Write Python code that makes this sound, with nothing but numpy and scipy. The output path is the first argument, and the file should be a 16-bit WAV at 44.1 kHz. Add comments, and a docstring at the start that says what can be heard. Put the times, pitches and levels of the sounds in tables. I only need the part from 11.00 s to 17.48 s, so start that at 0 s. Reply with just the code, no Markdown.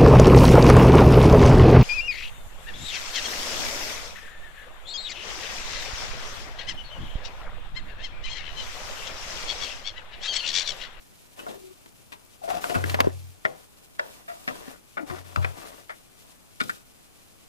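"""An angler pulls in line in a small inflatable boat on a still lake, heard close over faint hiss.
First, gear clicks on the hull while skin and cloth rub and squeak on the fabric. From 1.4 s the knocks
build to a loud clatter, and a dull bump sets an air tube booming. From 2.5 s an empty plastic bottle
float clacks from hand to hand, with two more bumps just after 4 s. The last taps and rubs die away
around 6 s. The two channels have opposite polarity."""
import sys
import numpy as np
from scipy import signal
from scipy.fft import rfft, irfft
from scipy.io import wavfile
from scipy.ndimage import map_coordinates

SR = 44100
rng = np.random.default_rng(int(sys.argv[2]) if len(sys.argv) > 2 else 0)


def persist_wave(psi):
    """Save psi, clipped to +-1, as 16-bit WAV."""
    counts = np.round(np.clip(psi, -1, 1) * 32767).astype(np.int16)
    wavfile.write(sys.argv[1], SR, np.atleast_2d(counts).T)


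N = 285768
TIME = np.arange(N) / SR
# Modes of the hull and the gear lying on it. Each row: pitch in Hz, relative level in dB, t60 in seconds.
HULL_MODES = [(184, -16.5, .15), (271, 10, 0.041), (334, 4.5, 0.081), (442, 8.5, 0.04), (572, 0, 0.18),
              (644, 14, 0.16), (713, 14, 0.093), (757, -29, 0.18), (988, -14, 0.33), (1180, 3, 0.059),
              (1453, 9.5, 0.016), (1783, -5.5, 0.11), (1960, -1, 0.0062), (2700, 7, 0.052),
              (3330, -28, 0.09)]


def amp(db):
    """Decibels to gain."""
    return 10 ** (np.asarray(db) / 20)


def unit(x):
    """Scale to rms 1."""
    return x / np.sqrt(np.mean(x ** 2))


def add(out, start, x):
    """Mix x into out at a start time in seconds."""
    i = int(start * SR)
    out[:, i:i + x.shape[-1]] += x[..., :N - i]


def colour(x, points, size=2048):
    """Minimum-phase EQ through (Hz, dB) points."""
    hz, db = np.transpose(points)
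    f = np.maximum(np.fft.rfftfreq(size, 1 / SR), 1)
    cepstrum = irfft(np.log(amp(np.interp(np.log(f), np.log(hz), db))))
    cepstrum[1:size // 2] *= 2
    cepstrum[size // 2 + 1:] = 0
    response = irfft(np.exp(rfft(cepstrum)))
    return signal.fftconvolve(x, response[None], axes=-1)[:, :x.shape[-1]]


def noise(size, apart_hz=4500, likeness=0.88):
    """White noise at two microphones: mostly alike in the bass, unrelated in the treble."""
    mid, side = rfft(rng.standard_normal((2, size)))
    alike = likeness / (1 + (np.fft.rfftfreq(size, 1 / SR) / apart_hz) ** 2)
    return irfft(mid * np.sqrt((1 + alike) / 2) + np.outer([1, -1], side * np.sqrt((1 - alike) / 2)), size)


def walk(size, rate):
    """Random drift with a spread near 1, turning rate times a second."""
    knots = rng.standard_normal(size // 10)
    return np.interp(np.arange(size) / SR * rate, np.arange(len(knots)), knots)


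def lake(level_db=-59):
    """A faint, dull bed of air stirring over the water."""
    # Tone of the air. Each row: frequency in Hz, gain in dB.
    air_eq = [(20, -31), (55, -3), (230, -10), (750, -22), (1300, -70), (3200, -50), (8000, -44),
              (15000, -40)]
    stir = amp(1.2 * walk(N, 6))
    return amp(level_db) * stir * unit(colour(noise(N), air_eq))


def stroke(start, length, attack_s=0.017, release_s=0.027):
    """Envelope of one slide: it takes hold, runs evenly and dies away."""
    age = np.maximum(TIME - start, 0)
    return np.minimum(age / attack_s, 1) * np.exp(-np.maximum(age - length, 0) / release_s)


def rubbing(rub_db=-3.5, hiss_db=-2.5, grain_db=4, crinkle_db=-6):
    """Dense tiny slips pass through the hull's resonances; the sliding surfaces hiss and crinkle."""
    # Arm and line sliding over the fabric.
    # Each row: start in seconds, length in seconds, relative rub and hiss levels in dB.
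    strokes = [(0.359, 0.19, -43.5, -49), (0.577, 0.12, -76, -54), (1.197, 0.17, -62, -59),
               (1.422, 0.062, -41, -48), (1.479, 0.097, -27.5, -41.5), (1.602, 0.12, -34, -37.5),
               (1.722, 0.097, -37.5, -42.5), (1.845, 0.082, -32.5, -37.5), (1.933, 0.14, -33, -49),
               (2.105, 0.19, -70, -52), (2.45, 0.19, -51.5, -53.5), (3.024, 0.19, -46.5, -49.5),
               (3.274, 0.2, -50.5, -49), (3.478, 0.25, -39, -47.5), (4.059, 0.14, -35.5, -46.5),
               (4.232, 0.57, -42.5, -49), (4.553, 0.12, -37.5, -48), (4.87, 0.14, -58, -54.5),
               (5.164, 0.16, -54, -53.5), (5.611, 0.15, -57, -45.5), (5.93, 0.12, -64, -67)]
    # Tone of the low rub and of the surface hiss. Each row: frequency in Hz, gain in dB.
    rub_eq = [(60, 0), (130, -3), (310, -1), (600, -2), (1200, -4), (1700, -9), (3200, -16.5), (6000, -18),
              (15000, -76)]
    hiss_eq = [(300, 5.5), (1000, -32), (2300, 6.5), (4700, 2.5), (7500, 1.5), (12000, 0.5), (15000, -8.5)]
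    power = amp([[-59.5], [-54.5]]) ** 2  # clothes keep up a soft rub and hiss between strokes
    for start, length, *levels in strokes:
        power = power + np.outer(amp(levels), stroke(start, length)) ** 2
    rub_envelope, hiss_envelope = np.sqrt(power)
    slips = noise(N, likeness=0.55) * amp(grain_db * walk(N, 700))
    body = slips
    for hz, _, _ in HULL_MODES:
        band = signal.lfilter(*signal.iirpeak(hz, Q=14, fs=SR), slips)
        body = body + band * amp(6 * walk(N, 18))  # the slide favours one resonance, then another
    slide = noise(N, apart_hz=3300) * amp(1.6 * walk(N, 1500) + 1.5 * walk(N, 45))
    grains = noise(N) * amp(5.5 * walk(N, 500))
    crinkle = colour(grains, [(500, -26), (1200, -1), (2200, 2.5), (3500, -7), (6000, -35), (15000, 18)])
    surface = unit(colour(slide, hiss_eq)) + amp(crinkle_db) * unit(crinkle)
    rub = amp(rub_db) * rub_envelope * unit(colour(body, rub_eq))
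    return rub + amp(hiss_db) * hiss_envelope * surface


def squeaks(rough_db=4.5, right_lag_rad=0.38):
    """The fabric sticks and slips at an unsteady rate, swelling and letting go."""
    # Fabric squeaks. Each row: start in seconds, length in seconds, pitch in Hz, level in dB,
    # wander as a share of the pitch, overtone level in dB.
    slips = [(0.455, 0.04, 682, -43, 0.087, -14), (0.482, 0.19, 387, -47, 0.11, -36),
             (0.586, 0.16, 371, -45, .015, -39), (1.412, 0.051, 706, -41, 0.115, -31),
             (1.476, 0.13, 708, -29.5, 0.092, -24), (1.641, 0.032, 694, -32.5, 0.077, -9),
             (1.7, 0.032, 703, -28.5, 0.066, -29), (3.666, 0.034, 261, -40, 0.054, -11),
             (3.993, 0.044, 322.3, -37, 0.11, -20), (4.112, 0.047, 357, -34, 0.076, -7.5)]
    out = np.zeros((2, N))
    for start, length, hz, db, wander, overtone_db in slips:
        size = int(length * SR)
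        pitch = hz * (1 + wander * walk(size, 406))
        phase = 2 * np.pi * np.cumsum(pitch) / SR - np.array([[0], [right_lag_rad]])
        tone = np.sin(phase) + amp(overtone_db) * (np.sin(2 * phase) + 0.35 * np.sin(3 * phase))
        swell = np.sin(np.pi * np.arange(size) / size) * amp(rough_db * walk(size, 127))
        add(out, start, amp(db) * unit(tone * swell))
    return out


def air_tube(thud_t60=0.11, waver_db=1.2, flutter_db=-17):
    """A soft bump on the tube gives a thud and a wavering low boom that holds, then cuts off quickly."""
    # Bumps on the tube. Each row: start in seconds, boom level in dB, t60 in seconds,
    # seconds until it drops away, thud level in dB, phase lead on the right in radians.
    bumps = [(1.758, -27.5, 2.95, 0.55, -18, 1.24), (4.105, -42.5, 2.2, 0.53, -27.5, 1.25),
             (4.372, -20.5, 0.65, 0.17, -23.5, 0.11)]
    # Modes of the enclosed air. 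Each row: pitch in Hz, relative level in dB.
    air_modes = [(91.3, 5), (132, -6.5)]
    fabric_eq = [(20, 0), (60, 0.5), (135, 11), (220, -8.5), (450, -6), (1200, -6), (5000, -123)]
    out, t = np.zeros((2, N)), np.arange(SR) / SR
    attack = 1 - np.exp(-t / 0.0014)
    for start, boom_db, t60, held, thud_db, lead in bumps:
        tone = sum(amp(db) * np.cos(2 * np.pi * hz * t + np.array([[0], [lead]])) for hz, db in air_modes)
        fabric = unit(colour(noise(SR), fabric_eq))
        # the fabric flutters for as long as the air booms behind it
        boom = tone * amp(waver_db * walk(SR, 39)) + amp(flutter_db) * fabric
        fade = amp(boom_db - 60 * t / t60) * np.exp(-(t / held) ** 7)
        thud = fabric * amp(thud_db - 60 * t / thud_t60)
        add(out, start, (boom * fade + thud) * attack)
    return out * amp([[0], [-1.2]])


def ringing(modes, spread_rad=0.25, size=8192):
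    """Decaying modes; each meets the two microphones at a slightly different phase."""
    t = np.arange(size) / SR
    response = np.zeros((2, size))
    for hz, db, t60 in modes:
        damping = np.log(1000) / t60
        phase = 2 * np.pi * hz * t + spread_rad * rng.standard_normal((2, 1))
        response += amp(db) * 2 * damping / SR * np.exp(-damping * t) * np.sin(phase)
    return response


def hull(ring_db=-5, scatter_db=-7, scatter_t60=0.33, size=8192):
    """The boat struck at one spot: modes shifted by the load, and a dull scatter between the tubes."""
    t = np.arange(size) / SR
    chance = rng.standard_normal((len(HULL_MODES), 2))
    modes = [(hz * (1 + 0.035 * shift), db + 2 * stress, t60)
             for (hz, db, t60), (shift, stress) in zip(HULL_MODES, chance)]
    scatter = noise(size, likeness=0.75) * amp(-60 * t / scatter_t60) * (1 - np.exp(-t / 0.008))
    scatter_eq = [(100, 12.5), (500, 9.5), (1000, 2), (2000, -11), (5000, -9.5), (12000, -12)]
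    scatter = colour(unit(scatter) / np.sqrt(size), scatter_eq)
    return amp(ring_db) * ringing(modes) + amp(scatter_db) * scatter


def lead_in(rise_s=0.0028, size=1024):
    """A faint noise swell just before each hit, softening its attack."""
    swell = noise(size) * np.exp((np.arange(size) - size) / SR / rise_s)
    return unit(swell) / np.sqrt(size)


def knock(eq, db, thud_db, hardness_db, ring_hz, ring_db, chatter_ms, size=4096):
    """A blow, a rebound and a brief chatter; a heavy piece adds thud, a hard one treble."""
    age = np.arange(size) / SR * 1000 / chatter_ms
    envelope = np.exp(-age / 2) * (1 - np.exp(-age / 0.3))
    chatter = noise(size, apart_hz=5700, likeness=0.93) * amp(2.8 * walk(size, 1500)) * envelope
    blow_share = 0.69 ** (chatter_ms / 2)  # a long chatter leaves little to the first blow
    force = np.sqrt(1 - blow_share) * unit(chatter) / np.sqrt(size)
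    rebound = int(SR * rng.uniform(0.0016, 0.00204))
    force[:, 0] += 0.73 * np.sqrt(blow_share)
    force[:, rebound] += 0.32 * np.sqrt(blow_share)
    # the piece gathers the energy of nearby frequencies into one resonance
    f = np.maximum(np.fft.rfftfreq(size, 1 / SR), 1)
    detune = 1j * (f / ring_hz - ring_hz / f)
    narrow_peak = 1 + amp(ring_db) / (1 + 8 * detune)
    broad_dip = 1 / (1 + 0.38 * amp(ring_db) / (1 + detune))
    struck = irfft(rfft(force) * narrow_peak * broad_dip)
    bass = [(50, thud_db - 18.5), (160, thud_db - 9), (290, thud_db)]
    soft_hz, hard_hz = 773, 4270  # hardness tilts the spectrum between these two
    treble = [(hz, gain + hardness_db * np.log2(np.clip(hz, soft_hz, hard_hz) / soft_hz))
              for hz, gain in eq]
    return amp(db) * colour(struck, bass + treble)


def contacts(hits, eq, wall_modes=(), lead_in_db=-12):
    """Each hit swells in, then sounds directly, through the hull and in any wall modes it is given."""
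    out = np.zeros((2, N))
    for start, *contact, hull_db in hits:
        direct, swell = knock(eq, *contact), lead_in()
        soft_onset = amp(lead_in_db) * signal.fftconvolve(direct, swell, axes=-1)
        resonance = amp(hull_db) * hull() + ringing(wall_modes)
        add(out, start - swell.shape[1] / SR, soft_onset)
        add(out, start, direct)
        add(out, start, signal.fftconvolve(direct, resonance, axes=-1))
    return out


def bottle(gain_db=-2):
    """The empty bottle clacks as it is picked up, turned and passed from hand to hand."""
    # Taps and dents. Each row: start in seconds, relative level in dB, thud in dB, hardness in dB per
    # octave, ring pitch in Hz, ring strength in dB, chatter in milliseconds, hull send in dB.
    taps = [(2.4518, 26, -8.5, -4, 2040, 16.5, 3.4, -1.5), (2.995, 16, -19.5, -0.5, 1720, 3, 2.1, 5),
            (3.28, 5, -24, -2, 720, 6, 14.2, 5), (3.478, 14, -1, 1, 585, 10, 4.8, 4),
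            (3.971, 14.5, -12, -5, 2050, 6, 8.3, 4), (4.0994, 8, 12, 1.5, 1020, 30, 6.3, -10),
            (4.361, 14, -8.5, 1, 1366, 10, 1.8, 6), (4.4205, 3.5, -20, 2.5, 1290, 12, 22, -17),
            (4.4465, 22.5, -15, -2, 2550, 19.5, 2.5, -3.5), (4.895, 10, -20, -2.5, 670, 0.5, 9.2, -6),
            (5.603, 10, -6, 4, 1410, 9, 5.76, 0), (5.614, 6, 7, 6, 3600, 11, 1.5, -0.5),
            (5.637, -30.5, 32, 18.5, 3560, -16, 3.9, 1), (5.695, 8.5, 0, 3, 1410, 22, 1.7, 0),
            (5.6994, 4, -5.5, 5, 1730, 21, 3.6, 0)]
    # Tone of a tap. Each row: frequency in Hz, gain in dB.
    tap_eq = [(620, -2.3), (1000, -4), (1400, 0), (2100, -4), (3200, -6.5), (6500, -22.5), (15000, -38)]
    # Modes of the thin plastic wall. Each row: pitch in Hz, relative level in dB, t60 in seconds.
    wall_modes = [(686, -16, 0.059), (1090, -37, 0.054), (1370, -15, 0.084), (1950, 2.5, 0.011),
                  (2330, 5, 0.0057), (3650, 2, 0.024), (5260, 2.5, .016)]
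    return amp(gain_db) * contacts(taps, tap_eq, wall_modes)


def gear(gain_db=-1):
    """Loose tackle knocks on the floor and tubes of the boat."""
    # Tackle hits. Each row: start in seconds, relative level in dB, thud in dB, hardness in dB per
    # octave, ring pitch in Hz, ring strength in dB, chatter in milliseconds, hull send in dB.
    knocks = [(0.393, -1, -3, 6.5, 2970, 14, 4.4, 6), (0.466, 9, -12, -8, 694, -9, 4.5, 5.5),
              (0.486, 2.5, 2.5, 3.5, 3620, 23, 10.6, 3.5), (0.861, -9.5, 10, 5, 920, 5, 2.4, -4),
              (1.1214, 4.5, 0, 4, 940, 14, 8.7, -9.5), (1.437, 7, -12, -9, 740, 27, 3.8, 5),
              (1.479, 16, -14, -6, 704, 19, 3.7, -4), (1.5025, 22, -13, 0.5, 740, 31, 4.6, -9),
              (1.642, 23.5, -20, -2.5, 685, -3, 1.8, -4), (1.698, 16.5, 0, 1.5, 760, 14.5, 4.6, 2),
              (1.744, 16, -2.5, 2.5, 1390, -12, 10.6, 5), (1.8402, 15, 12.5, 5, 1650, 34, 2, -3),
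              (1.897, 8.5, -12, 6, 1230, -10, 3.7, -18), (1.9443, 29, -0.5, -3, 574, 10.5, 2.7, -33),
              (1.99, 30.5, -14, -12, 880, 20, 2.5, -11), (2.0043, 34, -3, -0.5, 850, 8.5, 2.1, -12),
              (2.046, 21, 5, -19, 610, 11, 0.67, -12), (2.064, 14, 12, -15, 700, -3, 7.5, -25),
              (2.0712, 27.5, 15.5, -21, 390, 6, 0.41, -32), (4.031, 2.5, 14, -9, 282, 14, 3.5, -16)]
    # Tone of a knock. Each row: frequency in Hz, gain in dB.
    knock_eq = [(620, 0), (1000, -3.5), (1400, -5.5), (2100, -6), (3200, -14.5), (6500, -29),
                (15000, -32.5)]
    return amp(gain_db) * contacts(knocks, knock_eq)


def scene():
    """The whole mix reaches the right microphone a little later and mostly softer."""
    # Bearing of the hands. Each row: time in seconds, right-side lag in samples, right-side gain in dB.
    bearing = [(0, 3.2, 1.5), (1.4, 2.9, -2.5), (1.85, 3.9, -0.5), (2.0, 4.34, 1), (2.45, 3.7, -0.5),
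               (3, 0.21, 0.5), (3.5, 0.6, 0), (4.1, 3.6, -2.5), (4.9, 2.4, -1.5), (6.48, 2.5, 0.5)]
    # Tone of the right microphone against the left. Each row: frequency in Hz, gain in dB.
    right_eq = [(100, -2.5), (500, -5), (1200, -3), (2200, -2.5), (4300, -2), (8000, -0.5), (15000, -1.2)]
    left, right = lake() + rubbing() + squeaks() + air_tube() + bottle() + gear()
    times, lags, gains_db = np.transpose(bearing)
    delayed = map_coordinates(right, [np.arange(N) - np.interp(TIME, times, lags)], order=3)
    shaded = delayed * amp(np.interp(TIME, times, gains_db))
    return np.array([left, colour(shaded[None], right_eq)[0]])


def record(dry, hiss_db=-59, top_hz=15300):
    """The right channel is inverted; the microphones hiss, the loudest peaks clip, the top is cut."""
    # Tone of the microphone hiss. Each row: frequency in Hz, gain in dB.
    hiss_eq = [(20, 20.5), (300, 15), (1500, 8.5), (4000, -7.5), (10000, 2), (15000, -9.5)]
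    hiss = amp(hiss_db) * unit(colour(rng.standard_normal((2, N)), hiss_eq))
    clipped = np.clip(dry * np.array([[1], [-1]]) + hiss, -1, 1)
    return signal.sosfilt(signal.ellip(12, 0.2, 80, top_hz, fs=SR, output="sos"), clipped)


dry = scene()
out = record(dry)
persist_wave(out)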